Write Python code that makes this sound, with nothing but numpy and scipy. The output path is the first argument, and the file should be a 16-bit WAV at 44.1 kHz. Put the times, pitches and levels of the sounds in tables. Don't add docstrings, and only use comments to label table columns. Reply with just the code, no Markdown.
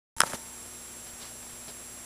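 import sys
import numpy as np
from scipy import signal
from scipy.fft import rfft, irfft
from scipy.io import wavfile
from scipy.ndimage import uniform_filter1d

SR = 44100
rng = np.random.default_rng(int(sys.argv[2]) if len(sys.argv) > 2 else 0)


def pcm_store(signal):
    levels = np.round(np.clip(np.atleast_2d(signal), -1, 1) * 32767)
    wavfile.write(sys.argv[1], SR, levels.astype(np.int16).T)


N = 90404

# (time [s], level [dB], low-pass [Hz], high-pass [Hz], chatter re hit [dB])
CASE_HITS = [(0.183, -24.5, 9000, 4140, -24.5), (0.2015, -28, 13000, 5500, -10),
             (0.2042, -3, 13300, 298, -26.5), (0.2162, -3.5, 4400, 2550, -22), (0.2345, 4, 666, 910, -25.5),
             (0.2557, -37, 6000, 3000, -29), (0.275, -39, 5500, 2000, -18), (0.2983, -28, 8000, 3000, -20),
             (0.3213, -29, 3500, 900, -26), (0.3327, -19.5, 3220, 2200, -17), (0.333, -14, 656, 600, -15)]
# (frequency [Hz], gain [dB], T60 [s])
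CASE_MODES = [(533, -8, 0.0045), (974, -5, 0.0096), (1250, 1.5, 0.0072), (1697, 2.1, 0.0042),
              (2500, -14, 0.0084), (3230, -11.5, 0.0073), (3960, -16, 0.0093), (5220, -8, .0085),
              (6110, -10.5, 0.008), (7005, -14, 0.011), (7860, -8.5, 0.0074), (9400, 4, 0.0022),
              (10520, -5, 0.006), (11870, -10, 0.0039)]
# (delay [s], gain [dB])
EARLY_ECHOES = [(.0052, -19), (.0083, -24)]
# (time [s], level [dB], frequency [Hz], T60 [s])
GRIP_THUDS = [(.167, -34, 70, 0.04), (0.2066, -26, 232, 0.011), (0.2324, -29.5, 182, 0.039),
              (0.2389, -39, 695, 0.039), (.335, -28.5, 545, 0.035), (0.3413, -29, 238, 0.038),
              (1.133, -45, 62, 0.18), (1.534, -41, 56.6, 0.036)]
# (peak time [s], rise [s], fall [s], level [dB])
FINGER_SLIDES = [(0.167, 0.0034, 0.0068, -54), (.236, 0.0044, 0.0066, -37.5), (.271, 0.012, .01, -36.5),
                 (.305, 0.0087, 0.013, -39), (0.346, 0.0084, 0.009, -34.5), (0.374, .002, 0.0066, -49)]
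# (frequency [Hz], relative density [dB])
SLIDE_SPECTRUM = [(59, -30), (100, -4), (983, -1), (1960, -4.5), (2990, -8.5), (3250, -8.5), (5260, -8.5),
                  (5840, -4), (8700, -7.5), (9460, -3.5), (15000, -23)]
# (peak time [s], rise [s], fall [s], swish level [dB], body level [dB])
RUSTLE_STROKES = [(1.075, 0.016, 0.025, -53.5, -55), (1.222, 0.014, 0.054, -47, -58),
                  (1.45, 0.031, .04, -67, -59), (1.688, 0.0079, 0.018, -46.5, -48.5)]
# (frequency [Hz], relative density [dB])
SWISH_SPECTRUM = [(300, -6), (800, 2.5), (1400, -1.5), (2500, -1.5), (3500, -0.5), (4200, 2), (5500, 1),
                  (6500, -8), (12000, -16)]
# (frequency [Hz], relative density [dB])
BODY_SPECTRUM = [(60, -10), (150, -3), (300, -3.5), (700, -7), (1500, -32), (4000, -30)]
# (frequency [Hz], relative density [dB])
HISS_SPECTRUM = [(4000, -32), (5200, -17), (5750, -3), (6200, -13), (6650, -7), (7050, -9), (8200, -2.5),
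                 (9100, -13), (10000, 3.5), (10700, -7.5), (11400, -8), (12600, -18.5), (14500, -11.5),
                 (15500, -16)]
# (harmonic number, rms level [dB])
HUM_HARMONICS = [(1, -62), (2, -67), (4, -60.5), (6, -68), (8, -73), (10, -69)]
# (frequency [Hz], relative density [dB])
ROOM_SPECTRUM = [(20, -10), (40, 1.5), (60, -23), (90, 1.5), (150, -3), (200, -1.5), (330, 0), (450, -1.5),
                 (800, -2), (1500, -4), (3000, -6.5), (5000, -8.5)]


def case_clicks(chatter_decay_s=.0015, lag_at_1khz_s=.0002, overload_limit=.8):
    t, force = time_s(), np.zeros(N)
    for at_s, db, lowpass_hz, highpass_hz, chatter_db in CASE_HITS:
        decay = (t > at_s) * np.exp(-np.minimum(abs(t - at_s) / chatter_decay_s, 20))
        hit = gain(chatter_db) * rng.standard_normal(N) * decay
        hit[int(at_s * SR)] += 1
        hit = butterworth(hit, lowpass_hz, "low")
        force += gain(db) * butterworth(hit, highpass_hz, "high", order=1)
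    modes = sum((-1) ** k * gain(db) * struck_mode(0, hz, t60_s)
                for k, (hz, db, t60_s) in enumerate(CASE_MODES))
    bins_hz = np.arange(N // 2 + 1) * SR / N
    dispersion = np.exp(-4j * np.pi * lag_at_1khz_s * np.sqrt(1000 * bins_hz))
    clicks = irfft(rfft(force) * rfft(modes) * dispersion, N)
    clicks = butterworth(clicks, hz=342, kind="high")
    overloaded = np.clip(clicks, -overload_limit, overload_limit)
    return butterworth(overloaded, hz=12500, kind="low", order=14)


def with_echoes(x):
    t, dull = time_s(), butterworth(x, hz=2520, kind="low")
    return x + sum(gain(db) * np.interp(t - delay_s, t, dull) for delay_s, db in EARLY_ECHOES)


def grip_thuds():
    return sum(gain(db) * struck_mode(at_s, hz, t60_s) for at_s, db, hz, t60_s in GRIP_THUDS)


def faint_ring():
    return gain(db=-45) * struck_mode(at_s=.166, hz=904, t60_s=1.5)


def finger_slides():
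    envelope = sum(gain(db) * swell(at_s, rise_s, fall_s) for at_s, rise_s, fall_s, db in FINGER_SLIDES)
    return envelope * friction_grain() * noise(SLIDE_SPECTRUM)


def rustles():
    swish = noise(SWISH_SPECTRUM) * friction_grain()
    body = noise(BODY_SPECTRUM)
    return sum(swell(at_s, rise_s, fall_s) * (gain(swish_db) * swish + gain(body_db) * body)
               for at_s, rise_s, fall_s, swish_db, body_db in RUSTLE_STROKES)


def friction_grain(depth_db=2, rate_hz=680):
    flutter = uniform_filter1d(rng.standard_normal(N), int(SR / rate_hz))
    return gain(depth_db * flutter / flutter.std())


def electronic_whine(whine_hz=7560, whistle_hz=11598, frame_hz=30, sag_s=.004, slip_cycles=.3):
    t = time_s()
    since_sag_s = (t - .429) % (1 / frame_hz)
    lag_cycles = slip_cycles * (np.minimum(since_sag_s / sag_s, 1) - since_sag_s * frame_hz)
    return tone(whine_hz * t - lag_cycles, rms_db=-50.8) + tone(whistle_hz * t, rms_db=-67.5)


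def preamp_hiss():
    return gain(db=-47) * noise(HISS_SPECTRUM)


def mains_hum(mains_hz=60):
    return sum(tone(round(k) * mains_hz * time_s() + rng.random(), db) for k, db in HUM_HARMONICS)


def room_air():
    return gain(db=-47.5) * butterworth(noise(ROOM_SPECTRUM), hz=8900, kind="low", order=4)


def gain(db):
    return 10 ** (np.asarray(db) / 20)


def time_s():
    return np.arange(N) / SR


def butterworth(x, hz, kind, order=2):
    return signal.sosfilt(signal.butter(order, hz, kind, fs=SR, output="sos"), x)


def noise(spectrum):
    hz, db = np.array(spectrum).T
    bins_hz = np.maximum(np.arange(N // 2 + 1) * SR / N, 1)
    shape_db = np.interp(np.log(bins_hz), np.log(hz), db)
    x = irfft(rfft(rng.standard_normal(N)) * gain(shape_db), N)
    return x / x.std()


def swell(peak_s, rise_s, fall_s):
    offset_s = time_s() - peak_s
    return np.exp(-.5 * (offset_s / np.where(offset_s < 0, rise_s, fall_s)) ** 2)


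def struck_mode(at_s, hz, t60_s):
    age_s = np.maximum(time_s() - at_s, 0)
    decay_db = np.minimum(60 * age_s / t60_s, 400)
    return np.sin(2 * np.pi * hz * age_s) * gain(-decay_db)


def tone(phase_cycles, rms_db):
    return np.sqrt(2) * gain(rms_db) * np.sin(2 * np.pi * phase_cycles)


def scene():
    handling = with_echoes(case_clicks()) + grip_thuds() + faint_ring() + finger_slides()
    return (handling + rustles() + mains_hum() + room_air() + preamp_hiss() + electronic_whine())[None]


def record(dry, mic_on_s=.165, cutoff_hz=15420):
    lowpass = signal.ellip(14, .1, 80, cutoff_hz, fs=SR, output="sos")
    return signal.sosfilt(lowpass, dry * (time_s() >= mic_on_s))


dry = scene()
out = record(dry)
pcm_store(out)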